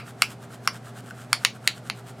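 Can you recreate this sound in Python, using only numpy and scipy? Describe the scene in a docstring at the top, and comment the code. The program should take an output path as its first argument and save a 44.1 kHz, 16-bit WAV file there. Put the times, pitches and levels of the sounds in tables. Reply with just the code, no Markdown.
"""Brush on a felt mat

In a small room a little brush sweeps to and fro over felt about nine times a second: clicks of slipping
bristles, a smooth rub and a hollow mat ring. Its handle knocks a plastic palette now and then (a noise crack
and damped modes, with echoes and a tail), its tip ticks once, lightly. Around it a motor hums in wavering
sine tones and air rushes as shaped noise. Mid and side signals make the stereo picture."""
import sys
import numpy as np
from scipy import signal
from scipy.fft import rfft, irfft
from scipy.io import wavfile
from scipy.ndimage import uniform_filter1d

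SR = 44100
rng = np.random.default_rng(int(sys.argv[2]) if len(sys.argv) > 2 else 0)


def unload_audio(sound):
    """Save the sound as a 16-bit wav file, at the path given as the first command line argument."""
    columns = np.transpose(np.atleast_2d(sound))
    # keep every value between -1 and 1, then stretch to whole-number steps
    steps = np.round(np.clip(columns, -1, 1) * 32767)
    wavfile.write(sys.argv[1], SR, steps.astype(np.int16))


def level_to_linear(level):
    """Convert decibel levels to linear amplitude factors, elementwise."""
    exponent = np.asarray(level, float) / 20
    return 10 ** exponent


N = 97020  # length in samples

# Handle knocks on the palette. Each row: start in seconds, level in dB, then shifts in dB of the low, upper,
# bright and treble mode groups (treble also shifts the crack), contact in seconds.
KNOCKS = [(-.022, -16.5, 3, -4, -11, -11, 0.0023), (0.2204, -9, -1, 2.5, -4, 2, 0.0026),
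          (.675, -12.5, 4.5, -3, 6.5, 2.5, .0018), (1.3297, -10.5, 1, 3.5, 4.5, 3, 0.002),
          (1.4491, -9.5, -7, -1.5, -3, -3, 0.00104), (1.6755, -10.5, -13, -1.5, -5, 1, 0.00179),
          (1.8991, -21, -5.5, -3, -12, -7, 0.0013), (1.0055, -50, -6, -3, -2, 13, .0005),
          (1.1085, -45, 1, -5, -4, 0, .0005)]
# Borders in Hz between the low, unshifted, upper, bright and treble mode groups.
MODE_GROUP_EDGES = [1700, 3400, 5000, 6200]
# Modes of the plastic palette. Each row: nominal frequency in Hz, relative level in dB, 60 dB decay in seconds.
PALETTE_MODES = [(883, -12.5, 0.0059), (1274, 1, 0.0048), (1500, -9, 0.0066), (2155, -1.5, 0.0059),
                 (2740, -3.5, 0.0057), (3094, -15, 0.032), (3510, -9.5, 0.0034), (4122, -5.5, 0.01),
                 (4560, -3, 0.0094), (5444, -5, .012), (6880, -10, 0.0017), (7170, -13, 0.015),
                 (8770, -14, 0.013), (9610, -11.5, 0.015), (10700, -8.5, 0.0052), (12570, -10.5, 0.0041),
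                 (14590, -21, 0.0032)]
# Reflections from near surfaces. Each row: delay in seconds, level in dB.
NEAR_ECHOES = [(.0073, -18), (.0102, -18), (.0128, -26.5), (0.0186, -24)]
# Reverberation of the small room. Each row: frequency in Hz, 60 dB decay in seconds.
ROOM_DECAY = [(500, 0.26), (1300, 0.14), (3500, 0.18), (6000, 0.17), (9000, 0.14), (15000, 0.13)]
# Brush strokes. Each row: time of full speed in seconds, level in dB, length in seconds.
BRUSH_STROKES = [(-.01, -48.5, 0.095), (0.092, -45.5, 0.073), (0.236, -46.5, .1), (0.319, -44.5, 0.071),
                 (0.439, -50, 0.062), (.54, -46, 0.073), (0.658, -50.5, 0.073), (0.761, -48, 0.077),
                 (0.883, -48.5, 0.097), (.985, -46, 0.071), (1.088, -50.5, 0.096), (1.214, -48.5, .13),
                 (1.337, -52.5, 0.093), (1.45, -45.5, 0.11), (1.561, -52, 0.055), (1.684, -46, 0.11),
                 (1.778, -48.5, 0.064), (1.878, -48.5, 0.078), (1.988, -51, 0.085), (2.095, -46, 0.071),
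                 (2.21, -50.5, 0.062)]
# Spectrum of bristles on felt. Each row: frequency in Hz, relative density in dB per Hz.
BRISTLE_SPECTRUM = [(500, -16.5), (900, -12), (1200, -2.5), (1450, -7), (1750, -8.5), (2300, -13.5),
                    (3000, -10), (4500, -16), (6200, -17), (7400, -13), (9200, -13.5), (10000, -19),
                    (12500, -20), (15000, -28), (17000, -37)]
# Spectrum of the rushing air. Each row: frequency in Hz, relative density in dB per Hz.
AIR_SPECTRUM = [(30, -45), (55, -29), (80, -15.5), (105, -5), (150, 3), (220, 1), (330, -7), (400, -3.5),
                (500, -6.5), (720, -3), (950, -12), (1400, -13.5), (2000, -19), (3000, -25.5),
                (4500, -27.5), (7000, -32), (10000, -34.5), (13000, -40), (16000, -53)]
# Width of the air. Each row: frequency in Hz, side level against mid in dB.
AIR_WIDTH = [(60, -12), (130, -33), (300, -14), (1300, -16), (3000, -9), (5500, -10.5), (7000, -23),
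             (15000, -36)]
# Motor tones, the first two beating. Each row: frequency in Hz, rms level in dB, start phase in turns,
# rms waver in dB.
MOTOR_TONES = [(120, -46.3, 0., .6), (132.47, -54, .5, 1.5), (217, -58, 0., 3.), (240, -58, 0., 2.5),
               (399, -60, 0., 3.)]
# Spectrum of the knock's crack. Each row: frequency in Hz, relative density in dB per Hz.
CRACK_SPECTRUM = [(300, -18), (800, -20), (2000, 0), (5000, -3.5), (9000, -11), (15000, -29.5)]
# Light ticks of the brush tip. Each row: start in seconds, level in dB, frequency in Hz, 60 dB decay in seconds.
TIP_TICKS = [(1.108, -24, 1500, 0.021)]
# Colour of the side signal in the room. Each row: frequency in Hz, gain in dB.
ROOM_SIDE_COLOUR = [(500, 0), (1500, -6), (4500, 1), (8000, 1.5), (12000, 1), (16000, -8)]
# Colour of sound reflected by the walls. Each row: frequency in Hz, gain in dB.
WALL_COLOUR = [(800, 0), (1500, -2.5), (2500, 1), (3600, -4.5), (4600, 0), (5600, -1.5), (6500, -8.5),
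               (10000, -6), (15000, -13)]
# Share of the mid that leans to the right. Each row: frequency in Hz, gain in dB.
LEAN_TO_RIGHT = [(200, -36), (5000, -36), (8000, -60)]

ROOM_DB, ROOM_START_S, ROOM_SIDE_DB = -12, 0.004, -15.5  # side is relative to the mid tail
SPREAD_T60_S = 0.006  # fading of the burst that feeds the tail
RISE_CYCLES, HELD_BELOW_HZ = 0.83, 3440  # modes under this frequency are driven for the whole contact
DETUNE = 0.014  # random spread of the palette modes, as a share of their frequency
CRACK_DB, CRACK_T60_S, TAP_SIDE_DB = -2, 0.008, -23.5
RISE_SHARE = 0.63  # part of a stroke spent speeding up
SLIPS_PER_S, SLIP_SPREAD_DB, RUB_DB = 2500, 4.5, -0.5
RUB_ROOM_DB, RUB_SIDE_DB = -10.5, -34
SCUFF_HZ, SCUFF_WIDTH_HZ, SCUFF_DB, SCUFFS_PER_S = 1426, 390, -2.5, 500
AIR_DB, PATCH_DB = -46.5, 0.5  # patches: rms drift of level


def evened(x):
    """Scales to rms 1."""
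    return x / np.sqrt(np.mean(x ** 2) + 1e-20)


def read(points, hz):
    """Reads a table on a log-frequency axis."""
    f, value = np.transpose(points)
    return np.interp(np.log(hz + 1), np.log(f + 1), value)


def coloured(x, points):
    """Filters x by a table of gains in dB over frequency."""
    gain = level_to_linear(read(points, np.fft.rfftfreq(len(x), 1 / SR)))
    return irfft(rfft(x) * gain, len(x))


def add(mix, s, sound):
    """Mixes a sound in at time s, which may lie before the start."""
    at = round(s * SR)
    sound = sound[max(-at, 0):]
    part = mix[max(at, 0):][:len(sound)]
    part += sound[:len(part)]


def room_tail():
    """Sparse reflections of random sign, each band dying at its own speed; scaled to energy 1."""
    taps = np.zeros(SR // 2)
    slots = np.arange(round(ROOM_START_S * SR), SR // 2 - 10, 10)
    signs = rng.choice([-1., 1.], SR)[:len(slots)]
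    at = slots + rng.integers(0, 10, SR)[:len(slots)]
    taps[at] = signs
    hz, t, z = signal.stft(taps, SR, nperseg=128)
    decay = level_to_linear(-60 * t / read(ROOM_DECAY, hz)[:, None])
    tail = signal.istft(z * decay, SR, nperseg=128)[1]
    return tail / np.linalg.norm(tail)


def in_room(ring):
    """Direct sound with echoes and tail as mid and side; the tail is fed mostly by the first instant."""
    dull = coloured(ring, WALL_COLOUR)
    fade = level_to_linear(-60 * np.arange(len(dull)) / SR / SPREAD_T60_S)
    burst = evened(dull * fade) * np.std(ring)
    mid = level_to_linear(ROOM_DB) * signal.fftconvolve(burst, room_tail())
    add(mid, 0, ring)
    for delay_s, echo_db in NEAR_ECHOES:
        add(mid, delay_s, level_to_linear(echo_db) * dull)
    side = level_to_linear(ROOM_DB + ROOM_SIDE_DB) * signal.fftconvolve(burst, room_tail())
    add(side, 0.0001, level_to_linear(TAP_SIDE_DB) * ring)
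    return mid, coloured(side, ROOM_SIDE_COLOUR)


def tap(level_db, low_db, upper_db, bright_db, treble_db, contact_s):
    """A crack, and modes driven while the handle touches (low ones longest) that then die away."""
    t = np.arange(2000) / SR
    hz, db, t60 = np.transpose(PALETTE_MODES)[:, :, None]
    group_db = np.array([low_db, 0, upper_db, bright_db, treble_db])
    db = db + group_db[np.searchsorted(MODE_GROUP_EDGES, hz)]
    held_s = contact_s * np.minimum(HELD_BELOW_HZ / hz, 1)
    free = np.maximum(t - held_s, 0)  # time since the mode was let go
    detuned_hz = hz * (1 + DETUNE * rng.standard_normal(hz.shape))
    turns = detuned_hz * t + rng.random(hz.shape)
    rise = np.sin(np.pi / 2 * np.minimum(t * hz / RISE_CYCLES, 1)) ** 2
    modes = (rise * level_to_linear(db - 60 * free / t60) * np.sin(2 * np.pi * turns)).sum(0)
    crack = evened(coloured(rng.standard_normal(len(t)), CRACK_SPECTRUM))
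    crack_free = np.maximum(t - contact_s * 0.54, 0)
    ring = modes + crack * level_to_linear(CRACK_DB + treble_db - 60 * crack_free / CRACK_T60_S)
    ring = signal.sosfilt(signal.butter(3, 550, "high", fs=SR, output="sos"), ring)
    loudness = np.sqrt(np.sum(ring ** 2) / (0.004 * SR))  # energy as rms over 4 ms
    return in_room(level_to_linear(level_db) * ring / loudness)


def scuff():
    """Sparse catches of the brush ring the mat's hollow resonance."""
    catches = rng.standard_normal(N) * (rng.random(N) < SCUFFS_PER_S / SR)
    b, a = signal.iirpeak(SCUFF_HZ, SCUFF_HZ / SCUFF_WIDTH_HZ, SR)
    ring = signal.lfilter(b, a, signal.lfilter(b, a, catches))  # resonator run twice
    return level_to_linear(SCUFF_DB) * evened(ring)


def brush():
    """Bristles slip in tiny uneven clicks over a smooth rub, swelling with each stroke."""
    t, speed = np.arange(N) / SR, np.zeros(N)
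    for s, level_db, length in BRUSH_STROKES:
        half = length * np.where(t < s, RISE_SHARE, 1 - RISE_SHARE)
        speed += level_to_linear(level_db) * np.exp(-2 * ((t - s) / half) ** 2)
    size = level_to_linear(SLIP_SPREAD_DB * np.minimum(rng.exponential(1, N), 5)) * rng.choice([-1, 1], N)
    slips = evened(size * (rng.random(N) < SLIPS_PER_S / SR))
    rub = level_to_linear(RUB_DB) * rng.standard_normal(N)
    close = speed * (evened(coloured(slips + rub, BRISTLE_SPECTRUM)) + scuff())
    mid_room, side_room = [signal.fftconvolve(close, room_tail())[:N] for _ in range(2)]
    side = level_to_linear(RUB_SIDE_DB) * coloured(side_room, ROOM_SIDE_COLOUR)
    return np.array([close + level_to_linear(RUB_ROOM_DB) * mid_room, side])


def air():
    """Rushing air: random short-time spectra with drifting patches, as mid and side."""
    frames, hz = N // 256 + 5, np.fft.rfftfreq(1024, 1 / SR)
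    a, b, c, d, patches = rng.standard_normal((frames, 513, 5)).T
    patches = uniform_filter1d(patches, size=8, axis=0)  # smooth over frequency
    patches = evened(uniform_filter1d(patches, size=12, axis=1))  # smooth over time
    width = level_to_linear(read(AIR_WIDTH, hz))[:, None]
    z = np.array([a + 1j * b, (c + 1j * d) * width])
    z *= level_to_linear(read(AIR_SPECTRUM, hz)[:, None] + PATCH_DB * patches)
    out = signal.istft(z, nperseg=1024, noverlap=768)[1][:, :N]
    return level_to_linear(AIR_DB) * out / np.std(out[0])


def hum():
    """Motor hum: sine tones of fixed pitch whose level wavers slowly."""
    t, out = np.arange(N) / SR, np.zeros(N)
    for hz, db, turns, waver_db in MOTOR_TONES:
        rates_hz = np.geomspace(0.5, 8, num=12)
        waver = evened(sum(np.sin(2 * np.pi * (f * t + rng.random())) for f in rates_hz))
        tone = np.sqrt(2) * np.sin(2 * np.pi * (hz * t + turns))
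        out += level_to_linear(db + waver_db * waver) * tone
    return out


def tick(level_db, hz, t60):
    """The brush tip sounds one damped mode with a soft start."""
    t = np.arange(2000) / SR
    onset = np.minimum(t / 0.0018, 1)
    return in_room(onset * level_to_linear(level_db - 60 * t / t60) * np.sin(2 * np.pi * hz * t))


def scene():
    """Sums everything as mid and side, then left and right."""
    mid, side = brush() + air()
    mid = mid + hum()
    events = [(tap, row) for row in KNOCKS] + [(tick, row) for row in TIP_TICKS]
    for source, (s, *settings) in events:
        event_mid, event_side = source(*settings)
        add(mid, s, event_mid)
        add(side, s, event_side)
    side = side - coloured(mid, LEAN_TO_RIGHT)
    return np.array([mid + side, mid - side])


def top_cut(x):
    """Nothing passes above the cut-off."""
    return signal.sosfilt(signal.butter(12, 16860, fs=SR, output="sos"), x)


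def record(dry):
    """Soft overload at full scale rounds off the loudest peaks."""
    mix = dry / (1 + np.abs(dry) ** 10) ** (1 / 10)
    return top_cut(mix)


dry = scene()
out = record(dry)
unload_audio(out)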